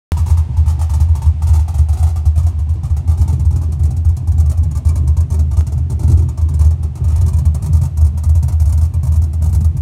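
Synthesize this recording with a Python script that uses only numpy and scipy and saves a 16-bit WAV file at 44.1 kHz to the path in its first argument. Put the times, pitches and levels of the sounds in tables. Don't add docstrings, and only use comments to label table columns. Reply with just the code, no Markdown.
import sys
import numpy as np
from scipy import signal
from scipy.fft import rfft, irfft
from scipy.io import wavfile
from scipy.ndimage import uniform_filter1d

SR = 44100
rng = np.random.default_rng(int(sys.argv[2]) if len(sys.argv) > 2 else 0)


def to_wav(s):
    ch = np.atleast_2d(s).T
    pcm = np.round(np.clip(ch, -1, 1) * 32767)
    wavfile.write(sys.argv[1], SR, pcm.astype(np.int16))


N = 432621
T = np.arange(N) / SR
FIRING_HZ = 53.25
MAX_FIRINGS = N // 400


def strong_firings(other_thump_db=-11.5, later_hiss_db=0.5, scatter_db=3.6):
    # start_s, length_firings, hardest_firing (counted from 1), thump_db, hiss_db
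    chuffs = [(0.078, 1.0, 1, -4.5, -22), (0.168, 1.7, 2, -3.5, -32), (0.26, 3.0, 3, -0.5, -33.5),
              (0.37, 1.0, 1, -5.5, -33.5), (0.567, 1.0, 1, -1.5, -37.5), (0.659, 3.0, 1, -2, -38.5),
              (0.79, 1, 1, -11, -35), (0.812, 1, 1, -11.5, -30), (0.894, 1.0, 1, -5.5, -33),
              (0.935, 1.0, 1, -8, -29.5), (1.0, 1, 1, -3, -30), (1.085, 1.0, 1, -4.5, -46),
              (1.151, 1.0, 1, -12, -32), (1.218, 1.0, 1, -12.5, -33.5), (1.258, 1.0, 1, -2, -37.5),
              (1.419, 1.0, 1, -8.5, -33), (1.468, 2.0, 2, 1, -31.5), (1.532, 1.3, 2, -5.5, -30),
              (1.592, 1.0, 1, -4.5, -36.5), (1.679, 1.0, 1, -9, -33.5), (1.74, 1.0, 1, -9.5, -34),
              (1.781, 1.0, 1, -1.5, -32), (1.885, 1.0, 1, -5, -34.5), (1.927, 1.0, 1, -10, -33.5),
              (1.97, 2.0, 2, -4, -34.5), (2.026, 1.0, 1, -6, -31.5), (2.066, 1.29, 2, -10.5, -35.5),
              (2.158, 1.0, 1, -8, -34), (2.254, 1.0, 1, -0.5, -33.5), (2.357, 3.0, 1, -5, -38.5),
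              (2.429, 1.0, 1, -3, -40), (2.464, 1.35, 1, -11, -34), (2.588, 1.0, 1, -6, -40),
              (2.69, 1.0, 1, -8.5, -40.5), (2.735, 1.0, 1, -9, -47.5), (2.832, 2.0, 1, -9.5, -38.5),
              (2.898, 1.0, 1, -4, -42), (2.965, 1.0, 1, -11.5, -34), (3.075, 3.08, 1, -2.5, -36),
              (3.174, 2.9, 2, 1.5, -35.5), (3.277, 1.5, 1, -7.5, -32), (3.326, 1.0, 1, -18, -35.5),
              (3.394, 1.0, 1, -5.5, -36), (3.449, 1.0, 1, -2.5, -39), (3.506, 2.0, 2, -4.5, -39),
              (3.559, 1.0, 1, -7.5, -34.5), (3.613, 1.31, 2, -9, -37.5), (3.72, 1.0, 1, -11, -35.5),
              (3.793, 1.0, 1, -4, -41.5), (3.832, 2.0, 1, -6.5, -35), (3.905, 1.0, 1, -14, -36.5),
              (3.964, 1.0, 1, -7, -36.5), (4.047, 1.0, 1, -2, -37.5), (4.087, 1.02, 2, -4.5, -38.5),
              (4.166, 1.0, 1, -21, -33.5), (4.272, 1.0, 1, -3.5, -35), (4.316, 1.0, 1, -6, -37),
              (4.379, 2.0, 1, -2.5, -36), (4.457, 1.0, 1, -9, -39), (4.495, 1.34, 2, -12, -32.5),
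              (4.573, 1.0, 1, -3, -36), (4.631, 1.0, 1, -5.5, -36.5), (4.71, 1.0, 1, -18, -37.5),
              (4.75, 2.0, 1, -6, -34), (4.849, 3.1, 1, -1.5, -34.5), (4.955, 1.4, 1, -4.5, -30.5),
              (5.074, 1.0, 1, -6.5, -32.5), (5.167, 1.0, 1, -3, -32), (5.203, 1.0, 1, -14, -33.5),
              (5.301, 1.7, 1, -6.5, -34.5), (5.339, 1.0, 1, -14, -32), (5.391, 1.0, 1, -10.5, -31.5),
              (5.511, 2.0, 1, -5.5, -38), (5.568, 2.35, 1, -1, -32.5), (5.666, 1.0, 1, -11, -31.5),
              (5.72, 1.0, 1, -13, -35), (5.776, 1.0, 1, -7, -38.5), (5.898, 2.0, 2, -6.5, -33.5),
              (5.992, 3.0, 3, -2.5, -34), (6.077, 3.0, 3, 0, -33.5), (6.172, 1.45, 1, -1.5, -35.5),
              (6.22, 1.0, 1, -13, -40), (6.286, 1.0, 1, -11.5, -36), (6.374, 1.0, 1, -9.5, -35.5),
              (6.412, 1.0, 1, -4.5, -38), (6.486, 1.0, 1, -14, -35.5), (6.538, 1.0, 1, -9, -35.5),
              (6.591, 2, 1, -2, -33), (6.644, 1.2, 1, -2, -33.5), (6.706, 1.0, 1, -11.5, -36.5),
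              (6.829, 1.0, 1, -7.5, -35.5), (6.953, 1.7, 1, -27, -37), (7.04, 1.0, 1, -3, -36),
              (7.08, 3.04, 3, -5.5, -36.5), (7.158, 2.0, 2, -1.5, -32.5), (7.21, 1.0, 1, -1, -31.5),
              (7.261, 2.0, 1, -13, -32.5), (7.331, 1, 1, -3, -34.5), (7.366, 1, 1, -10, -38),
              (7.384, 1.0, 1, -8, -33), (7.452, 1.0, 1, -2.5, -31.5), (7.544, 1.0, 1, -13, -30.5),
              (7.622, 2.53, 1, -7.5, -33), (7.729, 2.6, 1, -2, -32.5), (7.813, 3.0, 1, -7, -34),
              (7.971, 1, 1, -8, -32.5), (8.009, 1, 1, -2.5, -35), (8.045, 2.0, 2, -7, -36.5),
              (8.174, 1.0, 1, -22, -34.5), (8.234, 1.23, 2, -3, -31), (8.291, 1.0, 1, -7.5, -34),
              (8.35, 1.17, 1, -2.5, -33), (8.426, 1.0, 1, -9.5, -31), (8.481, 1.0, 1, -16, -31),
              (8.521, 1.0, 1, -6, -35), (8.598, 2.0, 1, -4.5, -31.5), (8.654, 3.0, 1, -2.5, -35.5),
              (8.723, 1.0, 1, -3.5, -30), (8.775, 1.0, 1, -10.5, -33.5), (8.811, 3.0, 1, -4, -35),
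              (8.937, 1.0, 1, -6.5, -37), (9.03, 2.0, 1, -14, -35), (9.068, 1.0, 1, -6.5, -35),
              (9.119, 3.0, 3, -4, -35), (9.217, 2.0, 1, -5, -36.5), (9.331, 1.0, 1, -12.5, -37),
              (9.42, 3.0, 3, -6, -35), (9.49, 1.0, 1, -5.5, -40), (9.527, 1.46, 2, -0.5, -33),
              (9.606, 1, 1, -10, -37), (9.643, 1, 1, -4.5, -34), (9.767, 1.0, 1, -7.5, -38.5)]
    chances = rng.standard_normal((len(chuffs), 8))
    firings = []
    for (start, length, hardest, thump_db, hiss_db), chance in zip(chuffs, chances):
        for k in range(int(np.ceil(length))):
            part_db = 10 * np.log10(min(length - k, 1))
            thump_trim = 0 if k + 1 == hardest else other_thump_db + 2 * part_db
            hiss_trim = 0 if k == 0 else later_hiss_db + part_db + scatter_db * chance[k]
            firings.append((start + k / FIRING_HZ, thump_db + thump_trim, hiss_db + hiss_trim))
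    return np.transpose(sorted(firings))


def weak_firings(strong, jitter_s=0.0032, scatter_db=4):
    fills = []
    for start, end in zip(strong[:-1], strong[1:]):
        beats = max(round((end - start) * FIRING_HZ), 1)
        fills.append(np.linspace(start, end, beats, endpoint=False)[1:])
    times = np.concatenate(fills)
    timing, level = rng.standard_normal((MAX_FIRINGS, 2))[:len(times)].T
    return times + jitter_s * timing, undb(scatter_db * level)


def boom(times, sizes, pitch_hz=78.75, decay_s=0.019, lag_s=0.0016, swell=1.274):
    t = T[:SR // 3]
    age = t / (swell * decay_s)
    envelope = (age * np.exp(1 - age)) ** swell
    return strike(times + lag_s, sizes, envelope * np.sin(2 * np.pi * pitch_hz * t))


def bark(times, sizes):
    # pitch_hz, decay_s, relative_db
    pipe_modes = [(110.6, 0.025, -7), (126.6, 0.033, 7), (148.6, 0.077, -8.5), (200.6, 0.05, -13)]
    # pitch_hz, decay_s, relative_db
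    silencer_modes = [(242.7, 0.032, 2), (271.7, 0.018, 1), (323.4, 0.021, 1), (377, 0.019, 0),
                      (436, 0.011, -5.5)]
    # time_s, pipe_db, silencer_db
    walk = [(0.2, -25, -45.5), (2.7, -27.5, -45), (3.36, -21, -37.5), (4.4, -25, -41.5),
            (4.9, -22.5, -38.5), (5.85, -23, -40), (6.1, -16, -30.5), (6.35, -23.5, -39.5),
            (6.9, -24, -41.5), (7.7, -18.5, -42), (8.0, -23, -44.5), (9.8, -22, -42.5)]
    pipe_db, silencer_db = curve(walk)
    pipe = steady(resonate(pipe_modes, times, sizes, scatter_db=5.0, rise_s=0.0036))
    silencer = steady(resonate(silencer_modes, times, sizes, scatter_db=5.5, rise_s=0.0027))
    return undb(pipe_db) * pipe + undb(silencer_db) * silencer


def pop_drive(times, force_db, beside, growth=0.68, fill_s=0.1, full_db=1.5, scatter_db=1.2):
    gathered = np.minimum(np.diff(times, prepend=0) / fill_s, 1)
    drive_db = -36 + growth * force_db + full_db * gathered + 4.5 * beside
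    return drive_db + scatter_db * rng.standard_normal(MAX_FIRINGS)[:len(times)]


def pop(times, sizes, pitches, beside, spread=0.0302, flank_db=4.0, upper_hz=1180, shadow_db=-1.5):
    chance = rng.standard_normal((MAX_FIRINGS, 4))[:len(times)].T
    hollow_sizes = sizes * undb(flank_db * beside + 2 * chance[0])
    hollow = rings(times, hollow_sizes, pitches * (1 + spread * chance[1]), rise_s=0.00079, decay_s=0.019)
    upper_sizes = sizes * undb(-5 + shadow_db * beside + 4.7 * chance[2])
    upper = rings(times, upper_sizes, upper_hz * (1 + spread * chance[3]), rise_s=0.0055, decay_s=0.018)
    return hollow + upper


def rasp(times, sizes, beside):
    # frequency_hz, relative_db
    side_colour = [(200, -11), (370, -9), (490, -22), (660, -7), (800, 2.5), (920, 7.5), (1060, -8),
                   (1250, -4.5), (1550, -16.5), (2600, -16.5), (4500, -17.5)]
    # frequency_hz, relative_db
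    tail_colour = [(200, 11.5), (400, -6), (510, -5.5), (600, 5), (760, 3), (930, -9), (1010, 4),
                   (1200, -4), (1500, -11), (1900, -19), (2400, -14), (3200, -19), (5000, -20.5)]
    power = strike(times, sizes ** 2, puff(rise_s=0.0009, decay_s=0.02, tail_db=-23, tail_s=0.024))
    gas = np.sqrt(beside) * noise(side_colour) + np.sqrt(1 - beside) * noise(tail_colour)
    return np.sqrt(np.abs(power)) * gas


def hiss(times, sizes, beside, treble_db, shelf_hz=10000):
    # frequency_hz, relative_db
    jet_colour = [(600, 0.5), (1700, -7.5), (3200, -14.5), (4300, -4), (4900, -6.5), (5450, -1), (6500, 1),
                  (7800, -0.5), (9900, -0.5), (10350, -6.5), (11300, -4.5), (13500, -9.5), (16000, -16)]
    near = strike(times, sizes ** 2, puff(rise_s=0.0031, decay_s=0.0055, tail_db=-28, tail_s=0.046))
    far = strike(times, sizes ** 2, puff(rise_s=0.0082, decay_s=0.0094, tail_db=-27, tail_s=0.038))
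    envelope = np.sqrt(np.abs(beside * far + (1 - beside) * near))
    gas = noise(jet_colour)
    top = signal.sosfiltfilt(signal.butter(2, shelf_hz, "high", fs=SR, output="sos"), gas)
    return envelope * (gas + (undb(treble_db) - 1) * top)


def tinks(times, sizes, scatter_db=4, spread=0.0342):
    # pitch_hz, decay_s, relative_db
    tip_modes = [(2280, 0.014, -6.5), (2550, .009, -15), (4270, 0.031, -18), (5360, 0.0091, -1.5),
                 (6450, 0.013, -4), (7000, 0.0092, 3.5), (8350, 0.0089, 5), (9120, 0.0068, 9)]
    out = 0
    for hz, decay_s, db in tip_modes:
        level, detune = rng.standard_normal((len(times), 2)).T
        mode_sizes = sizes * undb(db + scatter_db * level)
        out += rings(times, mode_sizes, hz * (1 + spread * detune), rise_s=0.0061, decay_s=decay_s)
    return out


def bounce(gas, lag_s=0.0016, wander=0.12, share=0.41):
    knots = T[::SR // 4]
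    sway = np.interp(T, knots, rng.standard_normal(len(knots)))
    reflection = np.interp(T - lag_s * np.exp(wander * sway), T, gas)
    return (gas + share * reflection) / np.sqrt(1 + share ** 2)


def engine_bay(beside, behind_db=-51.5, flank_db=7.5, swell_at_s=7.15, swell_half_s=0.11, swell_db=9):
    # frequency_hz, relative_db
    whirr_colour = [(100, 16), (400, 1.5), (800, 10.5), (1300, -4.5), (1800, -3.5), (2200, -4.5),
                    (2650, -4), (3200, -8), (5000, -14), (9000, -14), (12000, -27), (16000, -38)]
    swell = np.exp(-((T - swell_at_s) / swell_half_s) ** 2)
    return noise(whirr_colour) * undb(behind_db + flank_db * beside ** 2 + swell_db * swell)


def click(start_s=5.6093, level_db=-16, decay_s=0.00068):
    return strike(np.array([start_s]), -undb(level_db), np.exp(-T[:SR // 50] / decay_s))


def resonate(modes, times, sizes, scatter_db, rise_s, jitter_s=0.0008):
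    t, out = T[:SR // 3], 0
    for hz, decay_s, db in modes:
        ring = (1 - np.exp(-t / rise_s)) * np.exp(-t / decay_s) * np.sin(2 * np.pi * hz * t)
        timing, level = rng.standard_normal((MAX_FIRINGS, 2))[:len(times)].T
        out += strike(times + jitter_s * timing, sizes * undb(db + scatter_db * level), ring)
    return out


def rings(times, sizes, pitches, rise_s, decay_s):
    t, out = T[:SR // 6], np.zeros(N + SR)
    envelope = (1 - np.exp(-t / rise_s)) * np.exp(-t / decay_s)
    for start, size, hz in zip(np.round(times * SR).astype(int), sizes, pitches):
        out[start:start + len(t)] += size * envelope * np.sin(2 * np.pi * hz * t)
    return out[:N]


def puff(rise_s, decay_s, tail_db, tail_s):
    t = T[:SR // 3]
    attack = (1 - np.exp(-t / rise_s)) ** 2
    return attack * (np.exp(-t / decay_s) + undb(tail_db) ** 2 * np.exp(-t / tail_s))


def strike(times, sizes, response):
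    pulses = np.zeros(N)
    np.add.at(pulses, np.clip(np.round(times * SR).astype(int), 0, N - 1), sizes)
    return signal.fftconvolve(pulses, response)[:N]


def noise(colour):
    hz, db = np.transpose(colour)
    f = np.arange(N // 2 + 1) * SR / N + 1
    gain = undb(np.interp(np.log(f), np.log(hz), db))
    low_cut = 1 + (hz[0] / (np.sqrt(2) * f)) ** 4
    high_cut = 1 + (f / (np.sqrt(2) * hz[-1])) ** 8
    x = irfft(rfft(rng.standard_normal(N)) * gain / np.sqrt(low_cut * high_cut), N)
    return x / x.std()


def steady(x):
    power = uniform_filter1d(uniform_filter1d(x ** 2, size=SR // 2), size=SR // 4)
    return x / np.sqrt(power + 1e-12)


def curve(rows):
    times, *columns = np.transpose(rows)
    return [np.interp(T, times, column) for column in columns]


def undb(db):
    return 10 ** (np.asarray(db) / 20)


def scene():
    # time_s, beside (1 at the door, 0 behind the car), jet_treble_db, pop_pitch_hz
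    path = [(0, 1, 5, 957), (.8, 0.84, 1, 874), (1.6, 0.79, 2, 907), (1.9, 0.67, 2, 745),
            (2.5, 0.46, 1.5, 719), (3.3, 0.27, 0.5, 864), (4.2, 0.065, 2, 754), (5.0, 0.0025, -0.5, 912),
            (6.5, 0.16, -0.5, 875), (7.6, 0, 3, 921), (9.8, 0.015, 6, 933.3)]
    beside, treble_db, pop_hz = curve(path)
    beside = np.clip(beside, 0, 1)
    strong, thump_db, hiss_db = strong_firings()
    weak, weak_sizes = weak_firings(strong)
    times = np.r_[strong, weak]
    beside_at_firing = np.interp(strong, T, beside)
    force_db = hiss_db - np.median(hiss_db)
    flow = undb(0.5 * force_db)
    drive_db = pop_drive(strong, force_db, beside_at_firing)
    exhaust = boom(times, np.r_[undb(thump_db), undb(-20) * weak_sizes])
    exhaust += bark(times, np.r_[flow, undb(-6) * weak_sizes])
    exhaust += undb(-5.5) * pop(strong, undb(drive_db), np.interp(strong, T, pop_hz), beside_at_firing)
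    exhaust += undb(-12) * tinks(strong, undb(hiss_db))
    gas = rasp(times, np.r_[undb(drive_db - 5), undb(-54) * weak_sizes], beside)
    gas += hiss(strong, undb(hiss_db), beside, treble_db)
    return (exhaust + bounce(gas) + engine_bay(beside) + click())[None]


def record(dry, start_s=0.1198, low_cut_hz=30, high_cut_hz=15900):
    x = signal.sosfilt(signal.butter(1, low_cut_hz, "high", fs=SR, output="sos"), dry)
    x *= T >= start_s
    x = x / (1 + x ** 8) ** (1 / 8)
    return signal.sosfilt(signal.ellip(10, 0.2, 80, high_cut_hz, fs=SR, output="sos"), x)


dry = scene()
out = record(dry)
to_wav(out)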